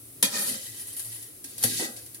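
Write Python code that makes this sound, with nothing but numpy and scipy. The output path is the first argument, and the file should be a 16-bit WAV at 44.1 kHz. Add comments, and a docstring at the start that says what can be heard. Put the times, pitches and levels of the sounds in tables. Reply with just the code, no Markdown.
"""Ladle in a wok of noodles

Tiled kitchen, a phone's two microphones close to the stove. A steel ladle strikes the wok, scrapes
along its wall and stirs: rough spots and taps ring the metal, its modes shifting with the place of
contact. The wok knocks and rocks on its stand; the noodles sizzle faintly over the burner's rumble."""
import sys
import numpy as np
from scipy import signal
from scipy.fft import rfft, irfft, next_fast_len
from scipy.io import wavfile
from scipy.ndimage import uniform_filter1d, map_coordinates

SR = 44100
rng = np.random.default_rng(int(sys.argv[2]) if len(sys.argv) > 2 else 0)


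def file_out(sig):
    """Save sig as 16-bit WAV at sys.argv[1]."""
    # one column per channel
    cols = np.atleast_2d(sig).T
    # limit, then scale
    lim = np.clip(cols, -1, 1)
    pcm = np.round(lim * 32767).astype(np.int16)
    wavfile.write(sys.argv[1], SR, pcm)


N = 97020
TIME = np.arange(N) / SR


def amp(db):
    return 10 ** (np.asarray(db) / 20)


def unit(x):
    return x / np.sqrt(np.mean(x ** 2) + 1e-20)


def along(points, hz):
    """Interpolate (f/Hz, value) points on a log axis."""
    f, values = np.transpose(points)
    return np.interp(np.log(hz + 1), np.log(f + 1), values)


def curves(rows):
    """One value per sample for each column after the time."""
    times, *columns = np.transpose(rows)
    return [np.interp(TIME, times, column) for column in columns]


def wobble(rate):
    """A smooth random curve, rate knots a second."""
    return map_coordinates(rng.standard_normal(int(N * rate / SR) + 4), [TIME * rate])


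def filtered(x, response):
    """Pass x through a complex response of frequency."""
    size = next_fast_len(N + SR // 2)
    return irfft(rfft(x, size) * response(np.fft.rfftfreq(size, 1 / SR)), size)[..., :N]


def noise(spectrum):
    """Two unrelated noises of one colour."""
    skirted = [(spectrum[0][0] / 2, -80), *spectrum, (spectrum[-1][0] * 2, -80)]
    return unit(filtered(rng.standard_normal((2, N)), lambda hz: amp(along(skirted, hz))))


def patchy_noise(depth_db, size):
    """Two noises whose colour flickers; a larger size gives longer, narrower patches."""
    frames = signal.stft(rng.standard_normal((2, N)), nperseg=size)[2]
    patches = uniform_filter1d(rng.standard_normal(frames.shape[-2:]), size=3, axis=0)
    patches = unit(uniform_filter1d(patches, size=4, axis=1))
    return unit(signal.istft(frames * amp(depth_db * patches), nperseg=size)[1][..., :N])


def bursts(rows, rise_s):
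    """Envelope of blows given as t/s, level/dB, t60/s."""
    envelope = np.zeros(N)
    for start, db, t60 in rows:
        age = np.maximum(TIME - start, 0)
        envelope += amp(db - 60 * age / t60) * (1 - np.exp(-age / rise_s))
    return envelope


# Room tone at the stove: f/Hz, relative level/dB
BURNER_SPECTRUM = [(15, -42), (25, -10), (124, -2.5), (175, -26.5), (278, -6.5), (636, -20), (936, -28.5),
                   (1250, -24), (2500, -34.5), (3250, -76), (5500, -120)]
def burner():
    """Burner and room rumble steadily in the background."""
    return amp(-55) * noise(BURNER_SPECTRUM)


# Hiss from the pan: f/Hz, relative level/dB
SIZZLE_SPECTRUM = [(1180, -45), (2000, -19), (2460, -19.5), (3010, -19.5), (6820, -16), (10100, -3.5),
                   (16000, -14)]
def sizzle():
    """Frying noodles give a faint, fine hiss."""
    return amp(-47.5) * noise(SIZZLE_SPECTRUM)


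MOVES_S = (0.47, 1.4)  # the contact moves on to its second and third place
def wok(force, modes, bed, bed_db, patchy_db=2, patch_size=128):
    """A force envelope rings the wall's clear modes, by place of contact, and a bed of dense ones."""
    def resonances(f, place):
        response = 0
        for k, (hz, width, *levels_db) in enumerate(modes):
            bandpass = 1j * f * width / (hz ** 2 - f * f + 1j * f * width)
            response += (-1) ** k * amp(levels_db[place]) * bandpass ** 2
        return amp(15) * response

    contact = np.searchsorted(MOVES_S, TIME)
    wavering = force * patchy_noise(depth_db=3.5, size=512)  # modes swell and fade as the contact slides
    clear = sum(filtered(wavering * (contact == place), lambda f: resonances(f, place))
                for place in range(len(MOVES_S) + 1))
    rasp = force * patchy_noise(patchy_db, patch_size)
    return clear + filtered(rasp, lambda f: amp(bed_db) * unit(amp(along(bed, f))))


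# Wok moving on its stand: t/s, hum level/dB, rumble level/dB
ROCKING = [(0, -53, -78), (.24, -59, -47.5), (.34, -55, -52), (.52, -54.5, -43.5), (.63, -62, -63),
           (.71, -46, -77), (.78, -65, -57), (1.05, -57, -73), (1.08, -44.5, -61), (1.24, -53.5, -67),
           (1.3, -75, -61), (1.6, -56, -53), (1.7, -46, -37), (1.8, -47, -42), (1.87, -78, -54),
           (1.95, -52.5, -70), (2.2, -63, -58.5)]
# Rumble of the wok's body: f/Hz, relative level/dB
BODY_BED = [(88, -50), (150, 0), (221, -3), (404, -8), (600, -29), (780, -98), (1320, -120)]
# Wok hitting its stand: t/s, force level/dB, t60/s
STAND_KNOCKS = [(.227, -20.5, 0.36), (1.636, -19, 0.17), (1.797, -21.5, 0.14), (1.82, -22.5, 0.12),
                (1.852, -27.5, 0.17), (1.875, -32.5, 0.45)]
# Low wall modes, also rung by the ladle: f/Hz, width/Hz, relative level/dB at each of three places
LOW_MODES = [(212, 41, -8, -3, -19), (250, 40, -19, -0.5, -9), (335, 62, -24, -23, -7.5),
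             (515, 150, -17, -6, -8.5), (582, 30, -6, -10, -22), (721, 42, -48, -31, -11.5),
             (813, 64, -13, -18, -17.5), (989, 68, -11, -23, -23.5), (1257, 65, -10, -29, -27),
             (1353, 13, -9, -10, -30)]
# Dense modes between them: f/Hz, relative level/dB
LOW_WALL_BED = [(100, -57), (200, 4.5), (500, 11), (1000, -1), (1600, 10.5), (3000, -51)]
def stand(hum_hz=112, drift_hz=4.5):
    """The wok hums as it rocks, rumbles when pushed and knocks on the stand."""
    hum_db, rumble_db = curves(ROCKING)
    phase = 2 * np.pi * np.cumsum(hum_hz + drift_hz * wobble(15)) / SR
    hum = unit(np.sin(phase) * amp(1.1 * wobble(11.3)) * [[1], [.4]])
    rumble = wok(amp(rumble_db - 4.5), LOW_MODES[:3], BODY_BED, bed_db=0)
    knocks = wok(bursts(STAND_KNOCKS, rise_s=.001), LOW_MODES, LOW_WALL_BED, bed_db=-20.5)
    return amp(hum_db - 3.5) * hum + rumble + knocks


# Single wok modes that a blow sets ringing: t/s, f/Hz, level/dB, t60/s
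STRUCK_MODES = [(0.228, 498, -30, 0.05), (0.227, 950, -28.5, 0.069), (0.226, 1367, -33.5, 0.087),
                (0.228, 2200, -34, 0.12), (0.227, 3332, -21, 0.18), (0.228, 3720, -27, 0.19),
                (0.229, 195, -27.5, 0.16), (0.233, 274.7, -27.5, 0.12), (0.44, 1856, -31, 0.1),
                (0.481, 233, -45, 0.15), (1.445, 277, -42, 0.1), (1.64, 112, -26, 0.33),
                (1.636, 800, -33.5, 0.15), (1.64, 447, -35, 0.13), (1.796, 745, -33, 0.049),
                (1.797, 485, -37.5, 0.12), (1.8, 944, -43, 0.16), (1.644, 238, -26.5, 0.16),
                (1.797, 257, -29, 0.084), (1.797, 1950, -29, 0.13), (1.835, 1950, -33, 0.29)]
def rings(rise_cycles=0.54):
    """The struck wok gives clear dying tones; low ones build up more slowly."""
    tones = sum(bursts([(start, db, t60)], rise_cycles / hz) * np.sin(2 * np.pi * hz * (TIME - start))
                for start, hz, db, t60 in STRUCK_MODES)
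    return tones * [[1], [.3]]


# Ladle contacts: t/s, peak level/dB, t60/s, middle band's relative level/dB
LADLE_TAPS = [(0.2263, -7.5, 0.14, -3), (0.796, -31, 0.06, -12), (0.8713, -31.5, 0.11, -12),
              (0.9286, -27.5, 0.064, -33), (0.965, -28, 0.38, -13), (0.9947, -26, 0.098, -7),
              (1.032, -54, 0.1, -19), (1.047, -34, 0.13, -10), (1.1187, -36.5, 0.28, -5.5),
              (1.226, -34, 0.086, -10), (1.442, -26.5, 0.13, -3.5), (1.5806, -26, 0.077, -9),
              (1.627, -18.5, 0.16, -10), (1.637, -9.5, 0.11, -6), (1.964, -35, 0.18, -1),
              (2.0622, -33, 0.068, -9), (2.145, -27, 0.083, -7.5)]
def tap_force(middle_band):
    """Each tap is a brief crack over a longer ring; harder taps crack more."""
    blows = []
    for start, peak_db, t60, middle_db in LADLE_TAPS:
        ring_db = peak_db - 9.5 + (middle_db if middle_band else 0)  # rms lies under the peak
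        crack_db = ring_db + 1.5 + 0.35 * peak_db
        blows += [(start, ring_db, t60), (start, crack_db, 0.015)]
    return bursts(blows, rise_s=0.0005)


# Ladle on the wall, close up: t/s, rasp level/dB, middle ring and low grind level/dB over the rasp
SCRAPE = [(.24, -33, 0.5, -17), (.3, -42.5, -0.5, 4), (.355, -32.5, 4, 7.5), (.42, -27, -8, -1.5),
          (.45, -30, -8, -4), (.49, -26.5, -7, -9.5), (.55, -36, -1, 2), (.6, -43, 0, -4.5),
          (.66, -38.5, -4, -15), (.73, -44.5, -2.5, -16), (.82, -37.5, -8.5, -37), (.855, -44, -6.5, -31),
          (.89, -40, -10, -36), (.95, -44, -5.5, -35), (1.04, -39, -16, -28), (1.1, -43.5, -7.5, -28),
          (1.16, -40, -10.5, -30), (1.26, -47, -7.5, -24), (1.4, -70, -3, -16), (1.5, -46.5, -4.5, -13),
          (1.56, -53, 1.5, -1), (1.625, -32.5, -8, -7), (1.69, -33.5, -0.5, -28), (1.78, -32, 0.5, -30),
          (1.805, -32.5, 2, -1), (1.86, -36, 0.5, -3), (1.885, -43.5, 1, -27), (1.95, -47.5, -5, 6),
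          (2.1, -56.5, -2, -0.5), (2.2, -58, -8, -12.5)]
# Dense treble modes of the rasp: f/Hz, relative level/dB
RASP_BED = [(3530, -21.5), (6000, -19), (8200, -9.5), (9230, -1), (10500, 1), (13400, -9.5), (14600, -12),
            (16000, -28)]
# Middle wall modes: f/Hz, width/Hz, relative level/dB at each of three places
MIDDLE_MODES = [(1622, 41, -28, -13, -9), (1849, 150, -2.5, -12, -15.5), (1950, 130, -36, -8, -14),
                (2009, 100, -10, -7, -10.5), (2444, 93, -3, -32, -37), (2579, 41, -18, -9, -7),
                (3028, 210, -18.5, -9, -18), (3177, 42, -3.5, -4, -22), (3564, 38, -8, -9, -7.5),
                (3836, 56, 0.5, -7, -5), (4478, 290, -5, -11.5, -8.5), (6460, 54, -4, -18, -7.5)]
# Dense modes between them: f/Hz, relative level/dB
MIDDLE_WALL_BED = [(1000, -52), (1600, -6), (2600, -2), (4500, 5.5), (6500, 5), (8000, 6.5), (12000, -16)]
def ladle(spots_per_s=2530):
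    """Rubbing over rough spots drives three bands of the wok wall; taps strike the upper two."""
    rasp_db, middle_db, low_db = curves([(0, -91, 0.021, 0), (.23, -61, 0, 0), *SCRAPE])
    judder = amp(0.5 * wobble(42.97))
    spots = unit((rng.random(N) < spots_per_s / SR) * amp(2 * rng.standard_normal(N)))
    friction = amp(rasp_db) * unit(judder * (1 + amp(-12.5) * spots))
    rasp_force = friction + tap_force(middle_band=False)
    middle_force = amp(middle_db) * friction + tap_force(middle_band=True)
    rasp = wok(rasp_force, [], RASP_BED, bed_db=-0.5, patchy_db=3, patch_size=384)
    ring = wok(middle_force, MIDDLE_MODES, MIDDLE_WALL_BED, bed_db=-1)
    grind = wok(amp(low_db) * friction, LOW_MODES, LOW_WALL_BED, bed_db=-18.5)
    return rasp + ring + grind


# Likeness of the sound at the two microphones: f/Hz, correlation
MIC_LIKENESS = [(25, 0.28), (80, 0.91), (250, 0.9), (500, 0.36), (2000, 0.089), (8000, 0.11), (15000, 0.1)]
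# Balance at the phone: f/Hz, left over right level/dB
MIC_BALANCE = [(60, -7), (130, 1.5), (290, -2), (640, -1.5), (1410, -1), (3100, 2), (6820, -1.0),
               (15000, 4)]
def scene(left_lead_s=0.0001865):
    """Two sound paths from the stove mix as mid and side into the close pair of microphones."""
    def width(hz):
        angle = np.arccos(np.clip(along(MIC_LIKENESS, hz), -1, 1)) / 2
        return np.array([np.cos(angle), np.sin(angle)])

    def bearing(hz):
        sign = np.array([[1], [-1]])
        return amp(sign * along(MIC_BALANCE, hz) / 2) * np.exp(1j * sign * np.pi * hz * left_lead_s)

    mid, side = filtered(ladle() + stand() + rings() + burner() + sizzle(), width)
    return filtered(np.array([mid + side, mid - side]), bearing)


def record(dry):
    """The phone rolls off the deep bass and keeps nothing above its band limit."""
    bass_cut_hz, top_hz = 60, 16100
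    return filtered(dry, lambda hz: (hz < top_hz) * (1j * hz / (bass_cut_hz + 1j * hz)) ** 3)


dry = scene()
out = record(dry)
file_out(out)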